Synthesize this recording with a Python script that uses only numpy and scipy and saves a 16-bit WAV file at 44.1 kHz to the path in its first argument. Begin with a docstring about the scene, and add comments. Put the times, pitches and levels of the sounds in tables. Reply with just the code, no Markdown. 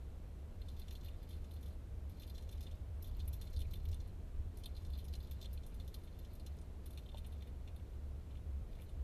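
"""A hedgehog in a wooden box crunches and stirs its dry bedding close to a small microphone.
A steady noise floor and a distant rumble that booms near 70 Hz run throughout; the rumble wavers in level.
From 0.6 s come bouts of crackles over faint stirring: each crackle is a short volley of tiny fractures
that rings the box's hard modes and hisses in the treble. One soft bump on a wall falls at 7.14 s,
and the bouts thin out towards the end."""
import sys
import numpy as np
from scipy import signal
from scipy.fft import rfft, irfft, next_fast_len
from scipy.io import wavfile
from scipy.ndimage import uniform_filter1d

SR = 44100
rng = np.random.default_rng(int(sys.argv[2]) if len(sys.argv) > 2 else 0)


def bounce(signal):
    """Save signal as a 16-bit WAV file at the path given by the first command-line argument."""
    frames = np.transpose(np.atleast_2d(signal))
    limited = np.clip(frames, -1, 1)
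    pcm = np.round(limited * 32767).astype(np.int16)
    wavfile.write(sys.argv[1], SR, pcm)


N = 398223


def from_db(db):
    """Amplitude gain of a level in dB."""
    return 10 ** (np.asarray(db) / 20)


def rms_one(x):
    """Scale to rms 1."""
    return x / np.sqrt(np.mean(x ** 2) + 1e-20)


def slow_noise(shape, span_s):
    """White noise smoothed over span_s along time; rms 1."""
    return rms_one(uniform_filter1d(rng.standard_normal(shape), round(span_s * SR)))


def coloured(spectrum):
    """Steady noise shaped to a spectrum of (hz, db_per_hz) rows; rms 1."""
    size = next_fast_len(N)
    hz, db = np.transpose(spectrum)
    bin_hz = np.fft.rfftfreq(size, 1 / SR)
    gain = from_db(np.interp(np.log(bin_hz + 1), np.log(hz), db))
    return rms_one(irfft(rfft(rng.standard_normal(size)) * gain, size)[:N])


def resonate(drives, modes):
    """Parallel two-pole resonances of alternating sign, one drive each; scaled to unit noise gain."""
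    probe = np.zeros(4096)
    probe[0] = 1
    out, impulse_response = 0, 0
    for k, (hz, width_hz, db) in enumerate(modes):
        radius = np.exp(-np.pi * width_hz / SR)
        gain = from_db(db) * (-1) ** k * (1 - radius ** 2)
        b = gain * np.array([1, 0, -1])
        a = [1, -2 * radius * np.cos(2 * np.pi * hz / SR), radius ** 2]
        out = out + signal.lfilter(b, a, drives[k] + 1e-18)
        impulse_response = impulse_response + signal.lfilter(b, a, probe)
    return out / np.sqrt(np.sum(impulse_response ** 2))


def rustle():
    """One train of fractures drives ringing, dry and hissing modes; stirring joins the ringing."""
    # clear crackles: start_s, ringing_db, ringing_centre_hz, ringing_narrowness_db_per_octave2,
    # dry_db, hiss_db, hiss_centre_hz, t60_s (before stretch); levels before scatter
    clear_crackles = [(0.613, -57.5, 3440.0, 25, -85, -71, 13000.0, 0.07),
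                      (0.683, -55, 3880, 60, -70, -66, 10600, 0.11),
                      (0.7645, -64, 3570.0, 40, -75, -71, 13000.0, 0.13),
                      (0.7935, -61.5, 3540, 23, -71, -61.5, 11800, 0.06),
                      (0.8145, -59, 3300, 25, -77, -75, 11260.0, 0.095),
                      (0.88, -56, 3080.0, 25, -66, -71, 10370.0, 0.068),
                      (0.9067, -54.5, 3350, 25, -63, -61, 11960.0, 0.06),
                      (0.9235, -64, 3440.0, 40, -76, -62, 12500.0, 0.074),
                      (0.951, -50, 3700, 60, -69, -64, 11570.0, 0.06),
                      (1.0085, -65, 3840.0, 40, -71, -77, 13000.0, 0.06),
                      (1.031, -62, 3260.0, 25, -74, -69, 13000.0, 0.06),
                      (1.0445, -67, 3570.0, 25, -71, -60, 13000.0, 0.06),
                      (1.0575, -61, 3320.0, 25, -76, -71, 11900, 0.097),
                      (1.081, -54, 3080.0, 60, -78, -67, 12800.0, 0.051),
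                      (1.1315, -70, 2710.0, 25, -84, -81, 12250.0, 0.06),
                      (1.2265, -67, 3840.0, 40, -80, -65, 12800.0, 0.06),
                      (1.288, -65, 3640.0, 40, -75, -63.5, 11690.0, 0.095),
                      (1.306, -59, 3320.0, 40, -71, -68, 11070.0, 0.083),
                      (1.326, -61.5, 3380.0, 28, -80, -74, 11230.0, 0.13),
                      (1.441, -64, 2810.0, 40, -87, -80, 10380.0, 0.045),
                      (1.5086, -59, 3320.0, 40, -80, -66, 11890.0, 0.052),
                      (1.5356, -72, 3990.0, 60, -78, -68, 11100.0, 0.06),
                      (1.561, -63, 2920.0, 40, -79, -75, 12280.0, 0.06),
                      (1.6265, -67, 3440.0, 40, -75, -67, 12110.0, 0.1),
                      (1.6565, -63.5, 3320.0, 40, -79, -71, 11560.0, 0.14),
                      (2.0945, -64.5, 3380.0, 40, -74, -62.5, 12010.0, 0.06),
                      (2.1955, -63, 3770.0, 40, -73, -64, 12640.0, 0.13),
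                      (2.218, -57, 3280, 40, -71, -75, 11870.0, 0.042),
                      (2.2295, -56, 3380.0, 42, -73, -78, 12020.0, 0.071),
                      (2.2745, -59, 3640.0, 40, -80, -68, 11570.0, 0.067),
                      (2.296, -56, 4130.0, 15, -72, -60, 11800, 0.06),
                      (2.3465, -64, 3990.0, 40, -72, -75, 11560.0, 0.17),
                      (2.378, -58.5, 3380.0, 15, -69, -67, 10640.0, 0.07),
                      (2.4224, -68, 3700.0, 40, -69, -70, 11610.0, 0.071),
                      (2.4897, -57, 3260.0, 40, -66, -73, 11430.0, 0.041),
                      (2.5115, -70, 3700.0, 60, -78, -64, 11320.0, 0.081),
                      (2.5235, -58.5, 3260.0, 25, -71, -67, 11980.0, 0.094),
                      (2.606, -56.5, 3770.0, 15, -62.5, -59, 12000, 0.06),
                      (2.626, -62, 4060.0, 25, -69, -65, 10750.0, 0.13),
                      (2.666, -54, 3320.0, 60, -80, -77, 10670.0, 0.067),
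                      (2.7095, -63, 3260.0, 40, -72, -75, 10440.0, 0.06),
                      (3.023, -66, 4060.0, 40, -64, -49, 12900, 0.056),
                      (3.042, -60, 3640.0, 60, -72, -64, 11400.0, 0.092),
                      (3.071, -69, 3080.0, 25, -78, -60, 11160.0, 0.049),
                      (3.1655, -71, 3910.0, 40, -82, -64, 13000.0, 0.043),
                      (3.192, -61, 3910.0, 25, -72, -68, 11450.0, 0.053),
                      (3.1997, -52.5, 3840.0, 42, -67, -72, 10770.0, 0.054),
                      (3.276, -58, 3030.0, 25, -71, -47.5, 11800, 0.045),
                      (3.328, -61, 3570.0, 25, -65, -52, 12720.0, 0.11),
                      (3.411, -56, 3910.0, 13, -66, -57.5, 11500, 0.12),
                      (3.4705, -62, 3510.0, 25, -74, -74, 10650.0, 0.06),
                      (3.5305, -67, 3510.0, 25, -73, -67, 11960.0, 0.1),
                      (3.561, -47.5, 4800, 43, -67, -64, 10000, 0.065),
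                      (3.5893, -56, 3440.0, 60, -69, -59, 11380.0, 0.06),
                      (3.602, -55, 3440.0, 60, -73, -63, 10970.0, 0.06),
                      (3.6147, -51.5, 3230, 40, -68, -65, 11930.0, 0.06),
                      (3.707, -59, 4290.0, 25, -68, -60, 13000.0, 0.071),
                      (3.7336, -50.5, 3260.0, 25, -69, -56, 12320.0, 0.048),
                      (3.7535, -62, 3440.0, 60, -75, -66, 10940.0, 0.073),
                      (3.8514, -57.5, 3080.0, 25, -74, -61, 12620.0, 0.043),
                      (3.884, -64, 3990.0, 15, -65, -63, 11800.0, 0.048),
                      (3.9135, -70, 3140.0, 25, -64, -64, 11440.0, 0.052),
                      (3.9268, -55, 3360, 25, -72, -73, 11140.0, 0.06),
                      (3.942, -63, 3700.0, 40, -68, -61, 9950.0, 0.039),
                      (4.001, -60.5, 4700.0, 25, -67, -84, 10510.0, 0.056),
                      (4.5705, -67, 3840.0, 25, -70, -59, 11200, 0.056),
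                      (4.6345, -52, 3940, 29, -64, -63, 10380.0, 0.044),
                      (4.656, -45, 3500, 60, -69, -51, 11340.0, 0.057),
                      (4.7495, -59.5, 4450.0, 25, -77, -75, 10850.0, 0.06),
                      (4.764, -58, 4530.0, 17, -71, -67, 11620.0, 0.12),
                      (4.8475, -64, 3910.0, 25, -69, -70, 10360.0, 0.066),
                      (4.8995, -67, 3640.0, 60, -76, -66, 11750.0, 0.06),
                      (4.932, -56.5, 3840.0, 40, -80, -74, 11040.0, 0.06),
                      (4.95, -58, 3910.0, 40, -78, -74, 11000.0, 0.06),
                      (4.974, -64, 3640.0, 25, -80, -63, 13000.0, 0.06),
                      (4.9845, -60, 3570.0, 25, -76, -65, 11790.0, 0.17),
                      (5.0485, -66, 3200.0, 40, -75, -69, 10150.0, 0.077),
                      (5.0795, -62, 4060.0, 40, -68, -64, 13000.0, 0.081),
                      (5.1255, -58, 4610.0, 40, -69, -68, 11800.0, 0.042),
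                      (5.1347, -50.5, 3360, 27, -66, -62, 10880.0, 0.064),
                      (5.1505, -59, 3910.0, 15, -62, -66, 10810.0, 0.054),
                      (5.2015, -60, 3770.0, 40, -79, -69, 11020.0, 0.06),
                      (5.2245, -65, 3910.0, 25, -75, -67, 13000.0, 0.18),
                      (5.2697, -61, 3510.0, 40, -77, -72, 10640.0, 0.06),
                      (5.31, -57, 3170, 23, -67, -56, 12800, 0.071),
                      (5.412, -51, 3660, 40, -61.5, -58.5, 13000.0, 0.064),
                      (5.425, -56, 3840.0, 60, -65, -63, 13000.0, 0.055),
                      (5.4418, -54, 3260.0, 38, -68, -71, 10910.0, 0.064),
                      (5.4546, -47, 3440.0, 180, -74, -67, 10540.0, 0.035),
                      (5.5285, -67, 3910.0, 25, -70, -58, 11710.0, 0.065),
                      (5.574, -58, 3060, 40, -86, -80, 10450.0, 0.066),
                      (5.631, -65.5, 3570.0, 90, -75, -79, 10220.0, 0.12),
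                      (5.6632, -70, 3770.0, 60, -71, -59, 10790.0, 0.095),
                      (5.741, -65.5, 3570.0, 25, -75, -65.5, 10970.0, 0.06),
                      (5.7972, -62, 3440.0, 13, -77, -70, 11220.0, 0.13),
                      (5.8755, -64, 4130.0, 25, -69, -61, 11900, 0.065),
                      (5.9402, -50.5, 4530.0, 15, -63, -56, 11500, 0.072),
                      (6.0335, -67.5, 3990.0, 25, -79, -68, 11100.0, 0.096),
                      (6.0725, -60, 2870.0, 25, -83, -83, 10490.0, 0.071),
                      (6.1875, -66, 3200.0, 25, -72, -60, 12820.0, 0.053),
                      (6.246, -59, 3260.0, 40, -68, -74, 10880.0, 0.074),
                      (6.332, -69, 3510.0, 40, -86, -62, 12000.0, 0.053),
                      (6.3515, -76, 3440.0, 25, -84, -64, 11540.0, 0.06),
                      (6.3955, -61.5, 3990.0, 15, -78, -68, 10890.0, 0.075),
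                      (6.462, -55.5, 3340, 20, -59, -57, 11980.0, 0.066),
                      (6.5855, -69, 3990.0, 60, -69, -73, 9000.0, 0.044),
                      (6.6125, -73, 3320.0, 40, -73, -70, 9000.0, 0.06),
                      (6.857, -61, 3440.0, 13, -70, -56, 11700, 0.079),
                      (6.904, -68, 3510.0, 40, -74, -61, 11500, 0.06),
                      (6.9265, -66, 3570.0, 25, -76, -66, 11600.0, 0.093),
                      (6.973, -50, 3100, 40, -68, -63.5, 11260.0, 0.077),
                      (7.0585, -54, 3260.0, 130, -85, -79, 12650.0, 0.04),
                      (7.087, -50.5, 3140.0, 90, -82, -80, 10800.0, 0.048),
                      (7.1145, -61, 3260.0, 130, -87, -85, 9950.0, 0.046),
                      (7.143, -52.5, 3180, 90, -77, -80, 10580.0, 0.045),
                      (7.1702, -57.5, 3300, 60, -78, -69, 10630.0, 0.06),
                      (7.179, -60, 3300, 23, -71, -61, 10500, 0.06),
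                      (7.2436, -55.5, 3000, 40, -77, -76, 9540.0, 0.096),
                      (7.262, -74, 3770.0, 40, -79, -58.5, 10770.0, 0.06),
                      (7.319, -61, 3440.0, 60, -81, -69, 11300.0, 0.088),
                      (7.4208, -57.5, 3000, 25, -75, -70, 12800, 0.06),
                      (7.47, -58.5, 2710.0, 40, -85, -69, 11020.0, 0.067),
                      (7.674, -57, 3030, 42, -73, -77, 11730.0, 0.09),
                      (7.7596, -62.5, 3380.0, 60, -83, -66, 11010.0, 0.065),
                      (7.7945, -64, 2710.0, 40, -88, -80, 11190.0, 0.05),
                      (7.9325, -67.5, 2970.0, 60, -87, -84, 10880.0, 0.077),
                      (8.3035, -64.5, 2970.0, 40, -90, -85, 11510.0, 0.12),
                      (8.3495, -62.5, 2610.0, 40, -88, -83, 11110.0, 0.054),
                      (8.3685, -65, 3200.0, 89, -90, -83, 11680.0, 0.06),
                      (8.7495, -64, 3140.0, 60, -86, -82, 11590.0, 0.05),
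                      (8.7855, -65, 2470.0, 25, -86, -82, 11140.0, 0.074),
                      (8.7967, -64, 2660.0, 40, -87, -75, 11890.0, 0.08),
                      (8.8175, -62, 2900, 40, -81, -64.5, 11600, 0.06),
                      (8.8895, -66, 3260.0, 60, -84, -74, 10540.0, 0.068)]
    # hard modes of the box and its contents: centre_hz, width_hz, level_db
    ring_modes = [(2000, 600, -5), (2450, 260, -5), (2870, 170, -7), (3130, 170, -7), (3580, 150, 0),
                  (3850, 500, -9), (4120, 130, 1), (4750, 300, -7)]
    # dry colour: centre_hz, width_hz, level_db
    dry_modes = [(5430, 1400, -0.5), (6360, 220, 3.5), (6500, 430, -1), (8380, 750, -19)]
    # treble hiss: centre_hz, width_hz, level_db
    hiss_modes = [(8270, 840, 0), (9380, 960, 6), (10550, 1130, 1), (11530, 590, 2.5), (12500, 660, 3.5),
                  (14000, 800, -1)]
    snaps = fractures(per_s=8000, uneven_db=3)
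    bout_gain = moving()
    rows = np.vstack([faint_crackles(bout_gain), clear_crackles])
    ringing_db, ringing_hz, narrow_db, dry_db, hiss_db, hiss_hz = rows.T[1:7]
    ringing = strengths(ringing_db, ring_modes, 1.57, ringing_hz, narrow_db[:, None])
    dryness = strengths(dry_db, dry_modes, 0.5)
    hissing = strengths(hiss_db, hiss_modes, 1.7, hiss_hz, 79.0)
    ring_drives = volleys(rows, ringing, stretch=0.87) * snaps + stirring(bout_gain, len(ring_modes))
    dry_drives = volleys(rows, dryness, stretch=0.93) * snaps
    hiss_drives = volleys(rows, hissing, stretch=1.04) * snaps
    return (resonate(ring_drives, ring_modes) + resonate(dry_drives, dry_modes)
            + resonate(hiss_drives, hiss_modes))


def fractures(per_s, uneven_db):
    """Tiny snaps at random moments, of uneven size and sign; rms 1."""
    size_db = uneven_db * np.minimum(rng.exponential(1, N), 4)
    sizes = from_db(size_db) * rng.choice([-1, 1], N)
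    return rms_one(sizes * (rng.random(N) < per_s / SR))


def volleys(rows, strength_db, stretch):
    """Envelopes of all crackles, one row per mode: linear swell, short hold, exponential decay."""
    swell_s, hold_s = .002, .00076
    out = np.zeros((strength_db.shape[1], N + SR))
    t = np.arange(SR // 6) / SR
    for start_s, t60_s, db in zip(rows[:, 0], rows[:, -1], strength_db):
        swell = np.clip(t / swell_s, 0, 1)
        decay_s = np.maximum(t - swell_s - hold_s, 0)
        shape = swell * from_db(-60 * decay_s / (max(t60_s, .01) * stretch))
        at = round(start_s * SR)
        out[:, at:at + len(t)] += np.outer(from_db(db), shape)
    return out[:, :N]


def strengths(level_db, modes, scatter_db, centre_hz=None, narrow_db=0):
    """Scattered level of each mode per crackle, falling with squared octaves from the centre."""
    db = level_db[:, None] + scatter_db * rng.standard_normal((len(level_db), len(modes)))
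    if centre_hz is None:
        return db
    octaves = np.log2(np.transpose(modes)[0] / centre_hz[:, None])
    return db - narrow_db * octaves ** 2


def faint_crackles(bout_gain):
    """Small crackles at uneven spacing, levelled by the bout they fall in; rows like the clear ones."""
    # mean, spread; a row each for ringing_db, ringing_centre_hz, ringing_narrowness_db_per_octave2,
    # dry_db, hiss_db, hiss_centre_hz, t60_s (before stretch); levels relative to the stirring
    faint_spread = [(3.5, 2.8), (3398, 390), (37, 8), (-1.5, 3.8), (4.5, 4.3), (11600, 600),
                    (0.1063, 0.024)]
    mean_gap_s = .045
    slots_s = np.arange(0, N / SR - mean_gap_s, mean_gap_s)
    start_s = slots_s + mean_gap_s * rng.random(len(slots_s))
    mean, spread = np.transpose(faint_spread)
    bout_db = 20 * np.log10(bout_gain[(start_s * SR).astype(int)] + 1e-9)
    columns = mean + spread * rng.standard_normal((len(start_s), len(mean)))
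    columns += np.outer(bout_db, [1, 0, 0, 1, 1, 0, 0])   # only the levels follow the bout
    return np.column_stack([start_s, columns])


def stirring(bout_gain, mode_count):
    """Faint, fitful fractures within the bouts; each mode's share wanders."""
    fitful_db = 3 * slow_noise(N, span_s=.008)
    stir = bout_gain * from_db(fitful_db) * fractures(per_s=2500, uneven_db=3)
    wander_db = 4.5 * slow_noise((mode_count, N), span_s=.04)
    return stir * from_db(wander_db)


def moving():
    """Gain of the stirring through the bouts of movement, with soft edges."""
    # bouts: start_s, end_s, stirring_db
    bouts = [(0.614, 1.74, -81.5), (2.108, 2.797, -81), (3.02, 4.107, -80), (4.544, 5.596, -82),
             (5.6, 6.67, -86), (6.828, 7.5, -86.5), (7.86, 7.977, -89), (8.274, 8.42, -96),
             (8.68, 8.92, -84.5)]
    edge_s = .04
    t = np.arange(N) / SR
    gain = 0
    for start_s, end_s, db in bouts:
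        inside_s = np.minimum(t - start_s, end_s - t)
        gain = gain + from_db(db) * np.clip(inside_s / edge_s + .5, 0, 1)
    return gain


def knock():
    """A soft contact, building over two milliseconds, sets the wall's low modes ringing."""
    # bump on a wall: start_s, level_db
    bump = (7.1425, -49)
    # wall modes: pitch_hz, level_db (relative to the bump), t60_s
    wall_modes = [(480, -8, .05), (592, 0, .08), (690, -6, .05), (780, -5, .055), (910, -3, .065),
                  (1040, -11, .04)]
    start_s, bump_db = bump
    t = np.maximum(np.arange(N) / SR - start_s, 0)
    contact = 1 - np.exp(-t / .002)
    ringing = 0
    for k, (hz, db, t60_s) in enumerate(wall_modes):
        decay = from_db(bump_db + db - 60 * t / t60_s)
        ringing = ringing + decay * (-1) ** k * np.sin(2 * np.pi * hz * t)
    return contact * ringing


def rumble():
    """Low noise whose own quick swells are partly evened out, with a wavering level."""
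    # wavering of the rumble, irregular: time_s, level_db
    rumble_wavering = [(0.0, -55), (0.02, -48), (0.75, -45.5), (0.85, -47.5), (2.54, -45.5), (3.32, -41),
                       (3.47, -44), (3.7, -36), (3.72, -42.5), (3.92, -38.5), (4.05, -45.5), (4.32, -45.5),
                       (4.4, -38.5), (4.42, -44.5), (4.75, -47.5), (4.78, -43), (6.69, -48.5),
                       (9.03, -44.5)]
    # spectrum, relative: frequency_hz, density_db_per_hz
    boom_spectrum = [(10, -28), (20, -4), (45, -4), (60, -5), (70, 4), (80, -2), (92, -7), (115, -19),
                     (170, -47), (400, -140)]
    evened = 0.17   # exponent: 0 keeps the swells, 1 flattens them
    x, span = coloured(boom_spectrum), round(.05 * SR)
    power = uniform_filter1d(uniform_filter1d(x ** 2, span), span)
    swells = np.sqrt(power + 1e-3)
    time_s, db = np.transpose(rumble_wavering)
    wavering_db = np.interp(np.arange(N) / SR, time_s, db)
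    return from_db(wavering_db) * rms_one(x / swells ** evened)


def noise_floor():
    """Steady coloured noise, strongest in the bass."""
    # spectrum, relative: frequency_hz, density_db_per_hz
    floor_spectrum = [(65, -45), (110, -0.5), (155, -0.5), (253, -7), (297, -9.5), (503, -12), (568, -15.5),
                      (617, -14), (786, -20), (1730, -29), (4230, -34.5), (4590, -38), (14000, -41)]
    return from_db(-59.0) * coloured(floor_spectrum)


def scene():
    """Sum of all sources, one channel."""
    return (rustle() + knock() + rumble() + noise_floor())[None]


def record(dry):
    """A steep elliptic low-pass cuts the top."""
    cutoff_hz, ripple_db, stop_db = 14200, .5, 60
    sos = signal.ellip(12, ripple_db, stop_db, cutoff_hz, fs=SR, output="sos")
    return signal.sosfilt(sos, dry)


dry = scene()
out = record(dry)
bounce(out)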